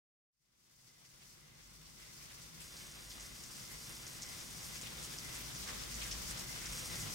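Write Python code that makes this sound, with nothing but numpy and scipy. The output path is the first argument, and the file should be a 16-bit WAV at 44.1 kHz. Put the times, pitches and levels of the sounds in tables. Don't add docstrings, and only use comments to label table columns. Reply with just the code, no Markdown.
import sys
import numpy as np
from scipy import signal
from scipy.fft import rfft, irfft
from scipy.io import wavfile
from scipy.ndimage import uniform_filter1d

SR = 44100
rng = np.random.default_rng(int(sys.argv[2]) if len(sys.argv) > 2 else 0)


def generate_wav(sig):
    pcm = np.round(np.clip(np.atleast_2d(sig).T, -1, 1) * 32767).astype(np.int16)
    wavfile.write(sys.argv[1], SR, pcm)


N = 314874
TIME = np.arange(N) / SR
FREQS = np.maximum(np.arange(N // 2 + 1) * SR / N, 1)


def from_db(db):
    return 10 ** (np.asarray(db) / 20)


def unit_rms(x):
    return x / np.sqrt(np.mean(x ** 2) + 1e-20)


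def over_time(rows):
    times, *columns = np.transpose(rows)
    return [np.interp(TIME, times, column) for column in columns]


def over_hz(points):
    hz, value = np.transpose(points)
    return np.interp(np.log(FREQS), np.log(hz), value)


def drift(rate_hz):
    return unit_rms(irfft(rfft(rng.standard_normal(N)) / (1 + (FREQS / rate_hz) ** 2), N))


def left_right(mid, side, side_share):
    return np.array([mid + side_share * side, mid - side_share * side])


def at_microphone(pair, colour):
    # (frequency [Hz], correlation [-1..1])
    likeness = [(45, 0.5), (160, 0.7), (300, 0.19), (580, -0.47), (1100, 0.12), (1600, -0.14), (2200, 0.11),
                (4200, -0.06), (5000, 0)]
    # (frequency [Hz], left minus right [dB])
    balance = [(100, 1.8), (800, 0.34), (3000, 1.7), (4600, 0.55), (6000, 3.5), (8500, 0.37), (12000, 1.5),
               (14000, 7.1), (16000, 1.7)]
    alike = over_hz(likeness)
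    mid, side = rfft(pair) * colour * np.sqrt([1 + alike, 1 - alike])
    lean = from_db(over_hz(balance) * np.array([[.5], [-.5]]))
    return unit_rms(irfft(left_right(mid, side, 1) * lean, N))


def impacts(per_s, size_db, samples):
    hits = rng.random((2, samples)) < per_s / SR
    heights = from_db(size_db * np.minimum(rng.exponential(1, (2, samples)), 3.6))
    return unit_rms(hits * heights * rng.choice([-1, 1], (2, samples)))


def roof_drops(per_s, size_db, tick_db, spray_db, spray_s, far_db, flurry_db):
    ticks = impacts(per_s, size_db, N)
    spray_power = signal.lfilter([1], [1, -np.exp(-1 / (spray_s * SR))], (ticks ** 2).sum(axis=0))
    spray = unit_rms(np.sqrt(spray_power) * rng.standard_normal((2, N)))
    far = rng.standard_normal((2, N))
    flurries = from_db(flurry_db * drift(12.7))
    return (from_db(tick_db) * ticks + from_db(spray_db) * spray + from_db(far_db) * far) * flurries


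def panel_modes(depth_db, spacing_hz):
    ripple = np.interp(FREQS / spacing_hz, np.arange(SR // 10), rng.standard_normal(SR // 10))
    return from_db(depth_db * ripple)


def rain():
    # (time [s], patter level [dB], wash level [dB])
    shower = [(0.4, -47.5, -53), (0.55, -48.5, -50), (0.74, -44, -48.5), (0.95, -45.5, -50),
              (1.3, -44.5, -49.5), (1.52, -49, -50.5), (1.68, -46, -49.5), (1.92, -48, -52),
              (2.0, -44.5, -49.5), (2.33, -45.5, -49), (2.53, -46.5, -51), (2.7, -45.5, -49),
              (2.88, -48.5, -48.5), (3.3, -46, -49.5), (3.6, -46.5, -50), (4.3, -47, -50.5),
              (4.5, -47, -50), (4.9, -47, -48.5), (5.1, -47.5, -50), (5.3, -47.5, -49), (5.5, -48, -49.5),
              (5.7, -46.5, -49), (6.2, -46.5, -49), (6.45, -47, -49.5), (6.57, -46.5, -50),
              (6.85, -47, -49), (7.1, -45.5, -49.5)]
    # (frequency [Hz], relative level [dB])
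    patter_colour = [(3500, -21.5), (4250, -4), (4900, 0), (5600, 0.5), (7000, -3), (8000, -4), (9000, -4),
                     (10800, -9.5), (12500, -9.5), (14000, -11), (15800, -10), (17000, -35)]
    # (frequency [Hz], relative level [dB])
    wash_colour = [(200, -11), (380, 0.5), (500, 2), (780, -2.5), (1100, -0.2), (1550, -1.5), (2300, -0.5),
                   (2900, -1.5), (3700, 0.8), (4300, -4), (5200, -15.5), (8000, -50)]
    patter_db, wash_db = over_time(shower)
    patter = roof_drops(per_s=700, size_db=5.5, tick_db=-2, spray_db=5.5, spray_s=0.017,
                        far_db=2.5, flurry_db=0.67)
    wash = roof_drops(per_s=1100, size_db=4.0, tick_db=0, spray_db=2.5, spray_s=0.0041,
                      far_db=6.0, flurry_db=1.0)
    sheets = panel_modes(depth_db=1.26, spacing_hz=23.86)
    return (from_db(patter_db) * at_microphone(patter, from_db(over_hz(patter_colour)))
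            + from_db(wash_db) * at_microphone(wash, sheets * from_db(over_hz(wash_colour))))


def resonance(hz, width_hz):
    return at_microphone(rng.standard_normal((2, N)), 1 / (1 + ((FREQS - hz) / width_hz) ** 2))


def hall_rumble(level_db):
    # (frequency [Hz], relative level [dB])
    colour = [(15, -23), (30, -5), (65, 2.5), (85, -5.5), (110, 0.5), (135, -1), (170, -1.5), (210, -4),
              (270, -7.5), (350, -10), (450, -40), (900, -57)]
    # (frequency [Hz], width [Hz], level against the rumble [dB])
    room_modes = [(120.6, 5.3, -12.5), (149.5, 26, -7.5), (235, 9.6, -13.5), (361, 22, -15.5)]
    broad = at_microphone(rng.standard_normal((2, N)), from_db(over_hz(colour)))
    booms = sum(from_db(mode_db) * resonance(hz, width_hz) for hz, width_hz, mode_db in room_modes)
    return from_db(level_db) * (broad + booms)


def wavering_tone(course, waver, waver_hz):
    level_db, hz = over_time(course)
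    unsteady = 1 + waver * (drift(waver_hz) + 1j * drift(waver_hz))
    phase = 2 * np.pi * np.cumsum(hz) / SR
    return from_db(level_db) * unit_rms(np.real(unsteady * np.exp(1j * phase)))


def drone_and_hum():
    # (time [s], level [dB], pitch [Hz])
    drone_course = [(1.3, -65, 45), (1.9, -59, 47.1), (2.08, -52, 46.8), (2.4, -67, 47.4),
                    (3.15, -55.5, 49.6), (3.5, -62.5, 48.37), (4.9, -63, 54.2), (5.55, -60, 54.3),
                    (5.9, -53, 53.04), (6.35, -52, 52.17), (6.55, -59, 50.4), (6.72, -49.5, 46.1),
                    (7.1, -67, 46.2)]
    # (time [s], level [dB], pitch [Hz])
    hum_course = [(0.62, -68, 123.8), (0.73, -56, 126), (0.85, -48.5, 131.3), (0.95, -65, 130.7),
                  (1.1, -48.5, 132.2), (1.28, -63, 138.8), (1.42, -53, 152), (1.55, -63, 147.1),
                  (1.8, -52, 158.2), (2.0, -65, 158), (2.2, -60, 151.1), (2.4, -64, 158),
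                  (2.6, -51.5, 159.7), (2.85, -78, 160)]
    drone = wavering_tone(drone_course, waver=0.66, waver_hz=7.0)
    hum = wavering_tone(hum_course, waver=0.64, waver_hz=16)
    return (drone + hum) * from_db([[.6], [-.6]])


def late_on_left(x, lag_s):
    return np.array([np.interp(TIME - lag_s, TIME, x[0]), x[1]])


def thin_ring(hz, width_hz, rest_db, rough_db, rough_hz):
    # (time [s], level [dB], time to sink to about a third [s])
    swells = [(0.45, -61.5, .1), (0.93, -60, 0.18), (1.48, -57.5, 0.19), (2.06, -54.5, .08),
              (2.7, -63, 0.18), (3.26, -59, 0.14), (3.73, -55, 0.055), (4.28, -56.5, 0.098),
              (4.83, -60.5, .12), (5.28, -54.5, .08), (5.95, -58, 0.08), (6.52, -59, .14),
              (6.95, -55.5, 0.088)]
    swell = sum(from_db(level_db) * np.exp(-((TIME - s) / sink_s) ** 2) for s, level_db, sink_s in swells)
    scrape = unit_rms(from_db(rough_db * drift(rough_hz)))
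    return np.hypot(swell, from_db(rest_db)) * scrape * resonance(hz, width_hz)


def band(x, hz, ratio):
    sos = signal.butter(1, [hz / ratio, min(hz * ratio, .45 * SR)], "band", fs=SR, output="sos")
    return signal.sosfilt(sos, signal.sosfilt(sos, x))


def heavy_drops(rebound, rebound_s, scatter_s, scatter_db, side_share):
    # (time [s], relative tick level [dB], relative splash level [dB], centre [Hz], decay [s])
    drops = [(0.639, -45, -54, 5000, .012), (0.877, -41, -41, 5200, 0.014), (1.048, -47, -46, 5300, 0.016),
             (1.627, -48, -52, 5770, .025), (1.856, -42, -46.5, 5030, 0.016),
             (2.169, -56, -50, 5440, 0.032), (2.605, -41, -53.5, 7980, .023), (2.767, -40, -42, 5200, 0.01),
             (2.826, -49, -62, 5800, 0.0096), (2.913, -45, -48, 6070, 0.0097),
             (3.106, -38, -46, 4870, 0.013), (3.199, -43, -43.5, 6100, .015),
             (3.437, -41, -45.5, 5920, 0.012), (3.566, -44, -51, 7700, 0.011), (3.678, -44, -51, 5720, .01),
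             (3.893, -44, -54, 10500, 0.015), (4.067, -38, -45, 5850, 0.011),
             (4.221, -35, -40.5, 5770, 0.012), (4.263, -44, -50, 6100, .006), (4.288, -47, -53, 5770, .006),
             (4.316, -47, -52, 5800, .008), (4.402, -45, -48, 5960, 0.013), (4.504, -46, -50, 7380, 0.0094),
             (4.63, -44, -51, 5800, 0.01), (4.756, -43, -47, 5840, .015), (4.813, -40, -49, 6800, 0.015),
             (4.86, -45, -45, 3310, 0.0097), (5.027, -48, -55, 7000, .012), (5.18, -46, -43, 5420, 0.0089),
             (5.354, -45, -51, 5490, .008), (5.55, -47, -50, 5700, 0.025), (5.677, -46, -47, 5400, .01),
             (5.786, -43, -49, 5300, 0.018), (5.835, -39, -51, 5100, .008), (5.913, -49, -51, 5700, .01),
             (5.943, -43, -48, 6400, 0.013), (6.002, -43, -47, 6000, .008), (6.042, -43, -52, 6000, .008),
             (6.112, -34.5, -42.5, 5500, 0.018), (6.278, -49, -54, 6200, .008),
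             (6.371, -46, -51, 5100, 0.0074), (6.395, -45, -51, 5900, 0.0089),
             (6.657, -40, -48, 5740, 0.014), (6.723, -44, -52, 6200, 0.013), (6.869, -46, -52, 6500, .008),
             (6.955, -43.5, -49, 6430, 0.011), (7.005, -44, -46, 6200, .012), (7.105, -47, -54, 5820, .01)]
    out, t = np.zeros((2, N + SR)), TIME[:SR // 5]
    for s, tick_db, splash_db, hz, decay_s in drops:
        knocks = np.exp(-(t / 0.00029) ** 2) + rebound * np.exp(-((t - rebound_s) / 0.00043) ** 2)
        flutter = unit_rms(uniform_filter1d(rng.standard_normal(len(t)), size=50))
        clusters = unit_rms(from_db(scatter_db * flutter))
        scatter = (1 - np.exp(-(t / scatter_s) ** 2)) * np.exp(-t / decay_s) * clusters
        ticks = from_db(tick_db) * knocks * rng.choice([-1, 1], (2, len(t)))
        droplets = from_db(splash_db) * scatter * impacts(per_s=8900, size_db=-5.0, samples=len(t))
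        mid, side = band(ticks + droplets, hz, ratio=1.28) * from_db(15.5)
        at = round(s * SR)
        out[:, at:at + len(t)] += left_right(mid, side, side_share)
    return out[:, :N] * from_db([[.8], [-.8]])


def grit(s, level_db, hz, length_s):
    out, t = np.zeros((2, N + SR)), TIME[:SR // 2] - 1 / 4
    grains = unit_rms(band(impacts(per_s=2300, size_db=3.0, samples=len(t)), hz, ratio=1.5))
    at = round(s * SR) - len(t) // 2
    out[:, at:at + len(t)] = from_db(level_db) * grains * np.exp(-2 * (t / length_s) ** 2)
    return out[:, :N]


def hooves(sand_side_share):
    # (time [s], crunch level [dB], crunch centre [Hz],
    #               sand level [dB], sand centre [Hz], length [s])
    scuffs = [(1.055, -48, 2400, -62, 6700, .015), (1.226, -47.5, 2520, -57, 6650, .04),
              (2.031, -51, 2598, -53, 6220, 0.045), (2.22, -52, 2200, -61, 6700, 0.061),
              (2.318, -50, 2200, -52, 7000, .03), (2.428, -62, 2400, -51, 6000, .03),
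              (2.619, -48.5, 2825, -58, 10000, .03), (2.803, -50, 2300, -60, 6700, 0.031),
              (3.119, -47, 3400, -62, 6700, .014), (3.245, -62, 2500, -59, 9500, 0.018),
              (3.717, -55, 1970, -51.5, 9940, .04), (3.911, -52, 1800, -58, 10040, .025),
              (4.667, -73, 2500, -55, 10500, 0.066), (4.759, -49.5, 2490, -62, 6700, 0.033),
              (4.866, -48.5, 2880, -69, 6700, 0.033), (5.043, -62, 2500, -49.5, 6560, 0.038),
              (5.362, -50.5, 2200, -49.5, 6900, 0.043), (5.404, -54, 2430, -52, 12100, 0.034),
              (5.639, -48.5, 3800, -51, 6160, 0.026), (5.695, -46, 1570, -49.5, 5600, 0.034),
              (5.757, -52.5, 1600, -67, 6670, 0.054), (5.918, -50, 2400, -51, 6740, 0.021),
              (6.026, -44, 2720, -52, 6710, 0.027), (6.067, -51, 1730, -50.5, 7000, 0.037),
              (6.121, -46, 3000, -57, 6700, 0.017), (6.307, -54, 1510, -46.5, 6900, 0.029),
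              (6.395, -58, 2490, -49, 6200, 0.033), (6.655, -50, 1905, -56, 6700, 0.052),
              (6.732, -50, 2400, -51, 7500, .014), (6.796, -53, 2600, -53, 6200, 0.029),
              (7.009, -56, 2000, -53, 7960, 0.057)]
    crunch = sum(grit(s, level_db, hz, length_s) for s, level_db, hz, _, _, length_s in scuffs)
    mid, side = sum(grit(s, level_db, hz, length_s) for s, _, _, level_db, hz, length_s in scuffs)
    return crunch + left_right(mid, side, sand_side_share)


def thuds(side_share):
    # (time [s], level [dB], centre [Hz], length [s])
    bumps = [(5.569, -50.5, 127, 0.047), (7.001, -50.5, 109, 0.24)]
    mid, side = sum(grit(*bump) for bump in bumps)
    return left_right(mid, side, side_share)


def far_walls(x, t60_s):
    t = TIME[:SR]
    tail = rng.standard_normal((2, SR)) * from_db(-60 * t / t60_s) * (t > .015)
    return signal.fftconvolve(x, tail / np.sqrt(np.sum(tail[0] ** 2)), axes=1)[:, :N]


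def wavering_width(x, waver_db, waver_hz):
    # (time [s], side against mid [dB])
    treble_width = [(2.6, 1), (2.7, -27), (3.0, -19), (3.35, -5.5), (3.75, -3), (3.9, -13.5), (4.35, -6.5),
                    (5.1, -7), (5.5, -2.5), (6.0, -1), (6.68, -3), (6.84, -20), (7.0, -5)]
    side_db, = over_time(treble_width)
    width = from_db(np.minimum(side_db, 0) * from_db(waver_db * drift(waver_hz)))
    treble = irfft(rfft(x) * over_hz([(4450, 0), (4650, 1), (12200, 1), (13200, 0)]), N)
    mid, side = (treble[0] + treble[1]) / 2, (treble[0] - treble[1]) / 2
    return x - treble + left_right(mid, side, width) * np.sqrt(2 / (1 + width ** 2))


def scene():
    near = heavy_drops(rebound=0.59, rebound_s=0.0021, scatter_s=0.0073, scatter_db=4, side_share=0.67)
    near += hooves(sand_side_share=0.26) + thuds(side_share=0.22)
    ambience = rain() + thin_ring(hz=2040, width_hz=85, rest_db=-64.5, rough_db=1.7, rough_hz=70)
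    ambience += late_on_left(hall_rumble(level_db=-53.5) + drone_and_hum(), lag_s=0.00031)
    reverb = from_db(-9.0) * far_walls(near, t60_s=3)
    return wavering_width(ambience + near + reverb, waver_db=1.5, waver_hz=7)


def record(dry):
    start_s, end_s, ease_s, cutoff_hz = 0.305, 7.14, 0.17, 15800
    since = np.maximum(TIME - start_s, 0)
    soft_start = 1 - from_db(-7) * np.exp(-since / ease_s)
    fader = since / (end_s - start_s) * soft_start
    low_pass = signal.ellip(12, .1, 70, cutoff_hz, fs=SR, output="sos")
    return signal.sosfilt(low_pass, dry * fader)


dry = scene()
out = record(dry)
generate_wav(out)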